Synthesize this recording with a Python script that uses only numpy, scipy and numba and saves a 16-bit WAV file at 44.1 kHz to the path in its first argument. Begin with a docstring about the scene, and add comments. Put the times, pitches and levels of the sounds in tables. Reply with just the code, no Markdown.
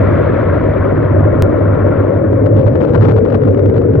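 """Underwater in a tank, near a pipe that gushes air and water; the microphones are in a camera housing.
The pulsating plume booms and sheds large bubbles over a pump's hum; small bubbles fizz, eddies rumble.
Each side of the housing rings at its own pitch. One sharp click sounds. As the camera closes in,
the ring and a hollow gurgle sink, the fizz fades, and the left microphone crackles with overload
on loud peaks of the plume's rumble."""
import sys
import numpy as np
from scipy import signal
from scipy.fft import rfft, irfft
from scipy.io import wavfile
from scipy.ndimage import uniform_filter1d, minimum_filter1d
from numba import njit

SR = 44100
rng = np.random.default_rng(int(sys.argv[2]) if len(sys.argv) > 2 else 0)


def generate_wav(signal):
    """Clip the signal to [-1, 1] and save it as 16-bit WAV at the path in sys.argv[1]."""
    frames = np.transpose(np.atleast_2d(signal))
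    scaled = np.clip(frames, -1, 1) * 32767
    pcm = np.round(scaled).astype(np.int16)
    wavfile.write(sys.argv[1], SR, pcm)


N = 4 * SR


def from_db(db):
    """Decibels to gain."""
    return 10 ** (np.asarray(db) / 20)


def rms_one(x):
    """Scale to rms 1."""
    return x / np.sqrt(np.mean(x ** 2) + 1e-20)


def in_time(rows):
    """Each column of a table after t/s, sample by sample."""
    times, *columns = np.transpose(rows)
    return np.array([np.interp(np.arange(N) / SR, times, column) for column in columns])


def colour(x, spectrum):
    """Shape a sound by points of f/Hz, gain/dB."""
    hz, db = np.transpose(spectrum)
    bins = np.maximum(np.fft.rfftfreq(N, 1 / SR), 1)
    return irfft(rfft(x) * from_db(np.interp(np.log(bins), np.log(hz), db)), N)


def smooth(x, seconds):
    """Round the corners of a level curve."""
    span = int(seconds * SR) | 1
    return np.maximum(uniform_filter1d(uniform_filter1d(x, span), span), 0)


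def drift(rate_hz):
    """A smooth random wander; rms 1."""
    rolloff = 1 + (np.fft.rfftfreq(N, 1 / SR) / rate_hz) ** 4
    return rms_one(irfft(rfft(rng.standard_normal(N)) / rolloff, N))


def pops(per_s, spread_db=2.5):
    """Random clicks of uneven size and sign."""
    sizes = from_db(spread_db * np.minimum(rng.exponential(1, N), 4))
    return sizes * rng.choice([-1, 1], N) * (rng.random(N) < per_s / SR)


def bubble_cloud(per_s, cycles, low_hz, high_hz, sizes):
    """Bubbles ring at a pitch set by their size, dying by 60 dB over `cycles`; even power per Hz."""
    kicks = pops(per_s)
    size_of_kick = rng.integers(0, sizes, N)
    pitches = np.geomspace(low_hz, high_hz, sizes)
    cloud = np.zeros(N)
    for size, (hz, band_hz) in enumerate(zip(pitches, np.gradient(pitches))):
        decay = np.exp(-np.log(1000) * hz / (cycles * SR))
        poles = [1, -2 * decay * np.cos(2 * np.pi * hz / SR), decay ** 2]
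        drive = kicks * (size_of_kick == size) + 1e-12 * kicks
        cloud += np.sqrt(band_hz) * rms_one(signal.lfilter([1, -1], poles, drive))
    return cloud


def throb(hz, width_hz):
    """A randomly driven resonance about a steady or moving pitch; rms 1."""
    phase = 2 * np.pi * np.cumsum(hz * np.ones(N)) / SR
    detuning = 2 * np.abs(np.fft.fftfreq(N, 1 / SR)) / width_hz
    drive = rng.standard_normal(N) + 1j * rng.standard_normal(N)
    sway = np.fft.ifft(drive / (1 + detuning ** 2))
    return rms_one(np.real(sway * np.exp(1j * phase)))


def plume():
    """The air column pulsates with a boom and sheds large bubbles."""
    # course of the plume: t/s, boom f/Hz, boom level/dB, bubbling level/dB
    course = [(0, 97.04, -16.5, 0.5), (.5, 97.07, -12, -1.5), (.75, 92.2, -17, -0.5),
              (1.5, 98.2, -15.5, -1), (2.05, 97.1, -20.5, 0), (2.21, 100.1, -15, 0), (2.6, 104.4, -17.5, 0),
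              (3.05, 106.1, -13, 0), (3.3, 104, -21.5, 1), (4, 100.4, -15, 1)]
    # spectrum of the large bubbles: f/Hz, level/dB
    spectrum = [(25, -58), (45, -58), (70, -45.5), (130, -42.5), (190, -47), (260, -43.5), (350, -43),
                (450, -44), (570, -46), (720, -54), (900, -58.5), (1300, -76)]
    hz, boom_db, bubbling_db = in_time(course)
    boom = throb(hz, width_hz=26.8)
    overtone = from_db(-10) * throb(hz=147.9, width_hz=16)
    bubbles = bubble_cloud(per_s=2500, cycles=12.7, low_hz=41.7, high_hz=1111, sizes=30)
    return from_db(boom_db) * (boom + overtone) + from_db(bubbling_db) * colour(bubbles, spectrum)


def pump(waver_db=2.5):
    """The pump hums on two low tones that waver in level."""
    # tones of the hum: f/Hz, level/dB
    tones = [(49.8, -38), (99.6, -19.5)]
    t = np.arange(N) / SR
    hum = np.zeros(N)
    for hz, db in tones:
        amplitude = np.sqrt(2) * from_db(db + waver_db * drift(rate_hz=11))
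        hum += amplitude * np.sin(2 * np.pi * (hz * t + rng.random()))
    return hum


@njit
def resonant_wall(pressure, hz, q):
    """A mass on a spring with moving pitch: passes the bass, rings, and blocks the treble."""
    step = 2 * np.pi * hz / SR
    motion, position, speed = np.zeros(len(pressure)), 0.0, 0.0
    for i in range(len(pressure)):
        speed += step[i] * (pressure[i] - position - speed / q)
        position += step[i] * speed
        motion[i] = position
    return motion


def housing(water):
    """Each side of the housing passes the water's sound to its microphone through its own resonance."""
    # ring of the walls: t/s, left f/Hz, right f/Hz
    ring = [(0, 585, 330.4), (1.199, 587, 336.6), (2.2, 557.4, 335), (2.7, 527, 305), (3.05, 487, 289.2),
            (3.5, 475, 274), (4, 450, 288)]
    left_hz, right_hz = in_time(ring)
    return np.array([resonant_wall(water, left_hz, q=4.0), resonant_wall(water, right_hz, q=1.84)])


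def fizz(echo_gain=0.2, scatter_hz=2620, treble_hz=1500, flutter_db=0.79):
    """Small bubbles, with short echoes from the tank walls; the treble scatters into a diffuse hiss."""
    # spectrum of the small bubbles: f/Hz, level/dB
    spectrum = [(500, -63.5), (850, -60.5), (1040, -52.5), (1200, -57.5), (1400, -56), (1560, -60),
                (1800, -63), (2200, -69), (2700, -82), (3600, -90.5), (5000, -105), (6000, -114),
                (7500, -131), (15000, -135)]
    # fizz at the microphones: t/s, left level/dB, right level/dB, diffuse share (0-1)
    course = [(0, 0.5, -3, 0.2), (.7, 0.5, -2.5, .05), (1.4, 1, -3.5, 0.3), (2, 1.5, -3, 0.2),
              (2.5, -6.5, -12, 0.5), (3.1, -9, -13, 0.4), (3.5, -8, -14.5, 0.99), (4, -10.5, -15.5, 0.3)]
    # the fizz dulls, then brightens: t/s, treble gain/dB
    brightness = [(0, 4.5), (1.2, -3), (2.2, -3), (4, 1)]
    left_db, right_db, share = in_time(course)
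    direct = bubble_cloud(per_s=4000, cycles=32, low_hz=604, high_hz=7000, sizes=56)
    lags = (rng.uniform(0.002, 0.016, (2, 5)) * SR).astype(int)  # five echoes a side, 2-16 ms late
    echoes = np.array([sum(np.roll(direct, lag) for lag in side) for side in lags])
    diffuse, hiss = np.sqrt(SR / 2) * rng.standard_normal((2, 2, N))
    scattered = signal.sosfilt(signal.butter(2, scatter_hz, "high", fs=SR, output="sos"), hiss)
    mix = np.sqrt(1 - share) * (direct + echo_gain * echoes) + np.sqrt(share) * diffuse + scattered
    treble = signal.sosfiltfilt(signal.butter(2, treble_hz, "high", fs=SR, output="sos"), mix)
    mix += treble * (from_db(in_time(brightness)) - 1)
    level_db = np.array([left_db, right_db]) + flutter_db * drift(rate_hz=33)
    return colour(mix, spectrum) * from_db(level_db)


def eddies():
    """Turbulence buffets each side of the housing separately and rumbles."""
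    # spectrum of the rumble: f/Hz, level/dB
    spectrum = [(15, -57), (30, -60.5), (50, -48), (80, -50.5), (200, -46), (500, -66.5), (900, -78.5),
                (2500, -120)]
    # strength of the buffeting: t/s, level/dB
    buffeting = [(0, 6), (.4, 0), (1.5, 3), (2.4, -6), (4, -6)]
    turbulence = np.sqrt(SR / 2) * rng.standard_normal((2, N))  # unit power per Hz
    return colour(turbulence, spectrum) * from_db(in_time(buffeting))


def click(at_s=1.4233, decay_s=0.0015, left_db=3, right_db=-1):
    """One sudden step in pressure that dies at once."""
    age = np.arange(N) / SR - at_s
    return (age >= 0) * np.exp(-np.abs(age) / decay_s) * from_db([[left_db], [right_db]])


def gurgle(right_db=-11):
    """A narrow, unsteady resonance of the jet sinks as a hand reaches into it; mostly on the left."""
    # the hollow resonance: t/s, f/Hz, level/dB
    course = [(0, 560, -60), (2.2, 555, -36), (2.3, 545, -19), (2.45, 538, -29), (2.62, 528, -18),
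              (2.9, 495, -22), (3.03, 463, -14), (3.25, 420, -19), (3.57, 420, -18), (3.68, 380, -21),
              (4, 375, -26)]
    hz, db = in_time(course)
    return throb(hz, width_hz=7.3) * from_db(db) * from_db([[0], [right_db]])


def overload_crackles():
    """Strength of brief, timed crackles as the left microphone overloads on loud peaks of the rumble."""
    # bursts of overload: t/s, length/s, relative level/dB
    bursts = [(2.331, .004, -53), (2.459, .01, -48), (2.55, .003, -57), (2.561, 0.019, -52),
              (2.579, 0.0041, -48.5), (2.588, 0.014, -49), (2.611, .005, -47.5), (2.663, .022, -46.5),
              (2.753, 0.0072, -47.5), (2.804, 0.015, -49), (2.826, 0.015, -49), (2.845, .009, -47.5),
              (2.874, 0.015, -54.5), (2.904, 0.0068, -54.5), (2.935, .007, -51), (2.946, .014, -39.5),
              (2.961, .003, -44.5), (2.975, .007, -47), (3.01, 0.0036, -48.5), (3.016, 0.019, -41),
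              (3.033, .011, -44.5), (3.045, .017, -44), (3.065, 0.0067, -44.5), (3.071, 0.0053, -44.5),
              (3.077, .005, -43), (3.084, 0.0091, -41.5), (3.094, 0.0073, -43), (3.108, .006, -46.5),
              (3.119, 0.0039, -44), (3.16, .009, -48.5), (3.18, 0.007, -45), (3.188, 0.0039, -48.5),
              (3.249, .015, -51), (3.285, 0.0033, -46.5), (3.3, 0.0079, -49.5), (3.322, .01, -46.5),
              (3.341, 0.018, -47), (3.435, 0.0039, -47), (3.451, 0.0037, -47.5), (3.472, 0.018, -52.5),
              (3.494, 0.0024, -48), (3.507, 0.0078, -54), (3.546, .003, -46.5), (3.574, 0.0051, -48),
              (3.593, 0.0027, -46.5), (3.657, 0.0056, -45.5), (3.697, 0.0028, -47), (3.74, .005, -52.5),
              (3.762, .013, -51), (3.779, 0.0041, -46), (3.817, .003, -47.5), (3.935, 0.005, -52.5),
              (3.954, 0.0026, -45)]
    strength = np.zeros(N)
    for start, length, db in bursts:
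        strength[int(start * SR):int((start + length) * SR)] = from_db(db)
    return smooth(strength, seconds=0.0012)


def faint_crackle(uneven_db=6.5):
    """Strength of the faint, uneven overload crackle between the louder bursts."""
    # trend of the faint crackle: t/s, relative level/dB
    trend = [(0, -110), (2.2, -97), (2.6, -71.5), (3.05, -63), (3.5, -71.5), (4, -74)]
    return from_db(in_time(trend)[0] + uneven_db * np.minimum(drift(rate_hz=60), 2))


def crackle(strength, gain_db=11.5, right_db=-15, ragged_db=2.5):
    """The sound of the overload: dull, ragged runs of tiny clicks, mostly on the left."""
    # tone of the crackle: f/Hz, gain/dB
    spectrum = [(400, 0.5), (800, 30.5), (1400, 25.5), (2000, 15.5), (3000, 6.5), (4000, 0), (6000, -11.5),
                (9000, -23), (15000, -24.5)]
    sides = []
    for side_db in (0, right_db):
        clicks = rms_one(pops(per_s=5800))
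        flicker_db = ragged_db * np.minimum(drift(rate_hz=300), 2)
        sides.append(clicks * from_db(side_db + flicker_db))
    return from_db(gain_db) * colour(np.array(sides) * strength, spectrum)


def scene(swell_db=7.5):
    """At the microphones: plume and pump through the housing's ring, the other sounds on top."""
    overload = overload_crackles()
    # the plume's rumble peaks at the times of the overload bursts
    swell = from_db(swell_db * smooth(np.sqrt(overload / overload.max()), seconds=0.012))
    crackling = np.maximum(overload, faint_crackle())
    through_walls = housing(plume() * swell + pump())
    return through_walls + gurgle() + fizz() + eddies() + crackle(crackling) + click()


def record(dry, ceiling=0.97, limiter_s=0.004, stopband_hz=17100):
    """The camera's fast, smooth limiter holds the peaks down; a steep filter cuts the top."""
    span = int(limiter_s * SR) | 1
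    needed_gain = ceiling / np.maximum(np.abs(dry), ceiling)
    gain = smooth(minimum_filter1d(needed_gain, 2 * span), limiter_s)
    return signal.sosfilt(signal.cheby2(12, 70, stopband_hz, fs=SR, output="sos"), dry * gain)


dry = scene()
out = record(dry)
generate_wav(out)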